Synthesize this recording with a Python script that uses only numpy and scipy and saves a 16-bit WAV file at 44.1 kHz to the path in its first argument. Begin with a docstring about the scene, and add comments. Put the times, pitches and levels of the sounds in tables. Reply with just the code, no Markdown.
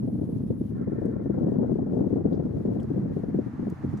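"""Mountain overlook: wind buffets the two microphone ports of a hand-held camera.
Eddies make a lumpy rumble and single puffs; the windward left port flutters as the wind freshens.
The valley rushes far below, and a hollow rush swells and ebbs on the right.
The zoom motor whirs faintly at first; the hand on the camera makes a few small ticks."""
import sys
import numpy as np
from scipy import signal
from scipy.fft import rfft, irfft
from scipy.io import wavfile
from scipy.ndimage import uniform_filter1d

SR = 44100
rng = np.random.default_rng(int(sys.argv[2]) if len(sys.argv) > 2 else 0)


def wav_out(sig):
    """Save sig, one row per channel (or a flat mono array), as 16-bit PCM at SR to the path in sys.argv[1]."""
    wavfile.write(sys.argv[1], SR, np.round(np.clip(np.atleast_2d(sig).T, -1, 1) * 32767).astype(np.int16))


N = 176400
TIME = np.arange(N) / SR
SIDES = np.array([[1], [-1]])   # left, right: negative pan is to the right


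def from_db(db):
    """Decibels to gain."""
    return 10 ** (np.asarray(db) / 20)


def unit_rms(x):
    """Scale to rms 1."""
    return x / np.sqrt(np.mean(x ** 2) + 1e-20)


def curve(rows):
    """Breakpoints interpolated at every sample."""
    return np.interp(TIME, *np.transpose(rows))


def lowpass(x, hz):
    """Zero-phase low-pass."""
    return signal.sosfiltfilt(signal.butter(2, hz, fs=SR, output="sos"), x)


def drift(rate_hz):
    """Slow random wander, soft-limited, rms about 1."""
    hop, settle = 40, 2000
    pole = np.exp(-2 * np.pi * rate_hz * hop / SR)
    noise = rng.standard_normal(N // hop + settle + 2)
    slow = signal.lfilter([1], [1, -2 * pole, pole * pole], noise)[settle:]
    limited = unit_rms(np.tanh(unit_rms(slow) / 2))
    return np.interp(np.arange(N) / hop, np.arange(len(slow)), limited)


def coloured(x, spectrum):
    """Filter by a spectrum with steep skirts; rms 1."""
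    hz, db = np.transpose(spectrum)
    f = np.maximum(np.arange(N // 2 + 1) * SR / N, 1)
    skirts = np.minimum(f / hz[0], 1) ** 2 * np.minimum(hz[-1] / f, 1) ** 4
    gain = from_db(np.interp(np.log(f), np.log(hz), db))
    return unit_rms(irfft(rfft(x) * skirts * gain, N))


def stereo_noise(side_db):
    """White noise: a common part plus a left-right difference."""
    mid, side = rng.standard_normal((2, N))
    return mid + from_db(side_db) * side * SIDES


def levelled(x, window_s):
    """Remove slow level swings, keep the quick lumps."""
    power = uniform_filter1d(np.mean(np.atleast_2d(x) ** 2, axis=0), int(window_s * SR))
    return x / np.sqrt(uniform_filter1d(power, int(window_s * SR / 2)) + 1e-9)


def turbulence(noise, spectrum, eddies, lumpy_db, window_s):
    """Pressure noise in lumps, one per passing eddy."""
    return levelled(coloured(noise * from_db(lumpy_db * eddies), spectrum), window_s)


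# wind force on the ports: t/s, level/dB
WIND_FORCE = [(0, -31), (.45, -32), (.67, -35.5), (.8, -32.5), (1.05, -32), (1.22, -34.5), (1.45, -28),
              (1.78, -29), (1.83, -32), (2.02, -29.5), (2.4, -31.5), (2.5, -35.5), (2.68, -30), (2.89, -36),
              (2.98, -28.5), (3.27, -38), (3.38, -26), (3.43, -39.5), (3.56, -38.5), (3.69, -30),
              (3.76, -51.5), (3.81, -41), (3.9, -32), (4, -36)]
# wind speed as flutter weight: t/s, level/dB
FRESHNESS = [(0, 0), (.55, -3), (1.05, 3.5), (2.05, 4.5), (2.65, 3.5), (3.4, -0.2), (4, -9.5)]
def wind():
    """The same eddies drive rumble, buffet and flutter; the flow flaps unevenly."""
    eddies = drift(35)
    deep = rumble(eddies)
    buffet = from_db(1.5) * port_buffet(eddies, side_db=-6.5, lumpy_db=1.5, window_s=0.13)
    flutter = from_db(curve(FRESHNESS) - 2) * port_flutter(eddies, lumpy_db=6.5, window_s=0.049)
    flapping = levelled(from_db(0.5 * drift(32)), window_s=0.15)
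    force = from_db(curve(WIND_FORCE)) * lulls() * flapping
    return deep + force * (buffet + flutter)


# rumble envelope: t/s, relative level/dB
RUMBLE_ENVELOPE = [(0, -38), (1.05, -39.5), (2.0, -41), (2.6, -36), (3.05, -40.5), (3.8, -45), (3.9, -32),
                   (4, -47)]
# rumble spectrum: f/Hz, relative level/dB
RUMBLE_SPECTRUM = [(20, -58), (55, -14.5), (85, -6.5), (120, -1.5), (170, -10), (300, -37)]
def rumble(eddies, gain_db=2):
    """Deep eddy pressure on both ports."""
    noise = stereo_noise(side_db=-8)
    pressure = turbulence(noise, RUMBLE_SPECTRUM, eddies, lumpy_db=4, window_s=0.058)
    return from_db(gain_db + curve(RUMBLE_ENVELOPE)) * pressure


# buffet spectrum: f/Hz, relative level/dB
BUFFET_SPECTRUM = [(70, -26.5), (120, -8), (205, -1.5), (290, -8), (400, -25.5), (1000, -48.5)]
def port_buffet(eddies, side_db, lumpy_db, window_s):
    """Eddies beat on both ports, pitched above the rumble."""
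    return turbulence(stereo_noise(side_db), BUFFET_SPECTRUM, eddies, lumpy_db, window_s)


# flutter spectrum: f/Hz, relative level/dB
FLUTTER_SPECTRUM = [(130, -24), (225, 2), (330, 3.5), (450, -2), (630, -13.5), (850, -25), (1200, -39.5),
                    (2500, -66.5)]
# lee port's own flutter re windward: t/s, level/dB
LEE_ENVELOPE = [(.55, -6), (1.1, -26), (2.05, -10.5), (2.6, -17)]
def port_flutter(eddies, lumpy_db, window_s, leak_db=-15.5, lead_s=0.00077, knee_hz=520):
    """Rough windward flutter, brighter in fresh wind; the lee port gets a little, plus its own."""
    windward, lee = [turbulence(noise, FLUTTER_SPECTRUM, eddies, lumpy_db, window_s)
                     for noise in rng.standard_normal((2, N))]
    leak = from_db(leak_db) * np.interp(TIME + lead_s, TIME, windward)
    ports = np.array([windward, leak + from_db(curve(LEE_ENVELOPE)) * lee])
    low = lowpass(ports, knee_hz)
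    return low + from_db(curve(FRESHNESS)) * (ports - low)


# strong eddies: t/s, relative level/dB
PUFF_HITS = [(0.074, -25.5), (.212, -25), (0.29, -27.5), (0.501, -17), (0.609, -22.5), (0.81, -24),
             (0.873, -22), (.918, -23.5), (.95, -26.5), (0.979, -26.5), (1.015, -22), (1.052, -19.5),
             (1.157, -23), (1.258, -23), (1.297, -20.5), (1.409, -22), (1.584, -20), (1.602, -22.5),
             (1.71, -20), (1.786, -19.5), (1.933, -22), (1.966, -18.5), (2.006, -17), (2.104, -23),
             (2.127, -19), (2.159, -20), (2.254, -15.5), (2.321, -16.5), (2.394, -21), (2.451, -22),
             (2.566, -24), (2.652, -18.5), (2.682, -20.5), (2.715, -22.5), (2.762, -23), (2.906, -18),
             (2.96, -26), (3.163, -21), (3.234, -23.5), (3.283, -27), (3.345, -18), (3.387, -17.5),
             (3.463, -24), (3.592, -23.5), (3.627, -24.5), (3.669, -21.5), (3.72, -25), (3.839, -22),
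             (3.937, -23.5)]
def puffs(rise_s=0.0027, fall_s=0.011, gain_db=-4, top_hz=1060):
    """Each strong eddy shakes the ports for a few cycles."""
    force, eddies = np.zeros(N), drift(45)
    for start_s, db in PUFF_HITS:
        past_peak_s = TIME - start_s - rise_s
        width_s = np.where(past_peak_s < 0, rise_s, fall_s)
        force += from_db(db + gain_db) * np.exp(-np.minimum((past_peak_s / width_s) ** 2, 20))
    buffet = port_buffet(eddies, side_db=-8.5, lumpy_db=3, window_s=0.014)
    flutter = from_db(2.5) * port_flutter(eddies, lumpy_db=4, window_s=0.014)
    return lowpass(force * (buffet + flutter), top_hz)


def lulls(lull_s=0.0072, depth_db=-2):
    """Gain of the steady flow, which slackens just before each puff."""
    slack = sum(np.exp(-np.minimum(((TIME - start_s + lull_s) / lull_s) ** 2, 20))
                for start_s, _ in PUFF_HITS)
    return from_db(depth_db * slack)


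# hollow resonances: f/Hz, relative level/dB
SWELL_RESONANCES = [(1080, 2), (1370, 2), (1590, -1.5), (1795, -4), (2040, -7), (2350, -14.5)]
def swell(start_s=0.66, rise_s=0.18, ebb_db_per_s=7.5, gain_db=-58.5, pan_db=-3, half_width_hz=77):
    """A hollow rush rises fast and ebbs; its resonances flare at random, almost whistling."""
    age_s, rush = np.maximum(TIME - start_s, 0), 0
    for hz, db in SWELL_RESONANCES:
        band = signal.butter(1, [hz - half_width_hz, hz + half_width_hz], "band", fs=SR, output="sos")
        flare = from_db(db + 3.5 * drift(11))
        rush += flare * signal.sosfiltfilt(band, stereo_noise(side_db=-4))
    envelope = np.minimum(age_s / rise_s, 1) * from_db(gain_db - ebb_db_per_s * age_s + pan_db * SIDES)
    return envelope * levelled(unit_rms(rush), window_s=0.18)


# far rush envelope: t/s, level/dB
VALLEY_ENVELOPE = [(0, -66.5), (1.3, -69), (2.4, -62), (4, -52)]
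# far rush spectrum: f/Hz, relative level/dB
VALLEY_SPECTRUM = [(300, 1), (850, 6.5), (1450, 0.5), (1850, -2), (2300, -10.5), (3200, -21), (6800, -25.5)]
def valley(pan_db=-1):
    """Smooth far rush of wind over the forest."""
    rush = coloured(stereo_noise(side_db=-2.5), VALLEY_SPECTRUM)
    return rush * from_db(curve(VALLEY_ENVELOPE) + drift(18) + pan_db * SIDES)


# hand scuffs: t/s, relative level/dB, centre f/Hz, half-width/oct, decay/s
HAND_SCUFFS = [(1.057, -61, 7100, 0.57, 0.0048), (1.614, -66.5, 4000, .7, .002),
               (2.332, -56, 3900, .22, 0.0027), (2.342, -65.5, 4500, 0.46, .025),
               (2.799, -53.5, 3100, 0.12, .005), (2.799, -62.5, 6150, .8, 0.016),
               (2.83, -61.5, 5200, .9, 0.009), (3.700, -53, 7570, 0.8, 0.0041),
               (3.973, -57, 5160, 0.67, 0.012)]
def handling_ticks(rise_s=0.0012, gain_db=-6, pan_db=-3):
    """Tiny scuffs of the hand on the camera; the narrow ones ring a little."""
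    out, noise = np.zeros((2, N)), stereo_noise(side_db=-23.5)
    for peak_s, db, hz, octaves, decay_s in HAND_SCUFFS:
        band = signal.butter(2, [hz / 2 ** octaves, hz * 2 ** octaves], "band", fs=SR, output="sos")
        scuff = unit_rms(signal.sosfilt(band, noise))
        tau_s = np.where(TIME < peak_s, rise_s, decay_s)
        envelope = np.exp(-np.minimum(np.abs(TIME - peak_s) / tau_s, 20))
        out += from_db(db + gain_db) * envelope * scuff
    return out * from_db(pan_db * SIDES)


# motor spectrum: f/Hz, relative level/dB
MOTOR_SPECTRUM = [(8300, -20.5), (9900, 4.5), (11000, -5), (16000, -8.5)]
def zoom_motor(stop_s=0.75, fade_s=0.03, level_db=-76.5):
    """Thin high whir; stops when the lens has pulled back."""
    running = np.clip((stop_s - TIME) / fade_s, 0, 1)
    whir = coloured(stereo_noise(side_db=-5), MOTOR_SPECTRUM)
    return running * whir * from_db(level_db + 2.2 * drift(10))


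# hiss envelope: t/s, level/dB
HISS_ENVELOPE = [(0, -76.5), (.7, -75), (.85, -78), (2.9, -75.5), (4, -76)]
# hiss spectrum: f/Hz, relative level/dB
HISS_SPECTRUM = [(1500, -0.5), (3000, 3.5), (6800, -2), (8200, -10.5), (9300, 1.5), (12000, -5.5),
                 (16000, -9)]
def air_hiss(pan_db=-1.1):
    """Thin airy hiss above the valley's rush."""
    hiss = coloured(stereo_noise(side_db=-2), HISS_SPECTRUM)
    return hiss * from_db(curve(HISS_ENVELOPE) + 2 * drift(15) + pan_db * SIDES)


def scene():
    """Wind on the ports, the valley and the camera's own sounds."""
    return wind() + puffs() + valley() + air_hiss() + swell() + zoom_motor() + handling_ticks()


def record(dry):
    """Steep low-pass, 60 dB down at 16.2 kHz."""
    return signal.sosfilt(signal.cheby2(16, 60, 16200, fs=SR, output="sos"), dry)


dry = scene()
out = record(dry)
wav_out(out)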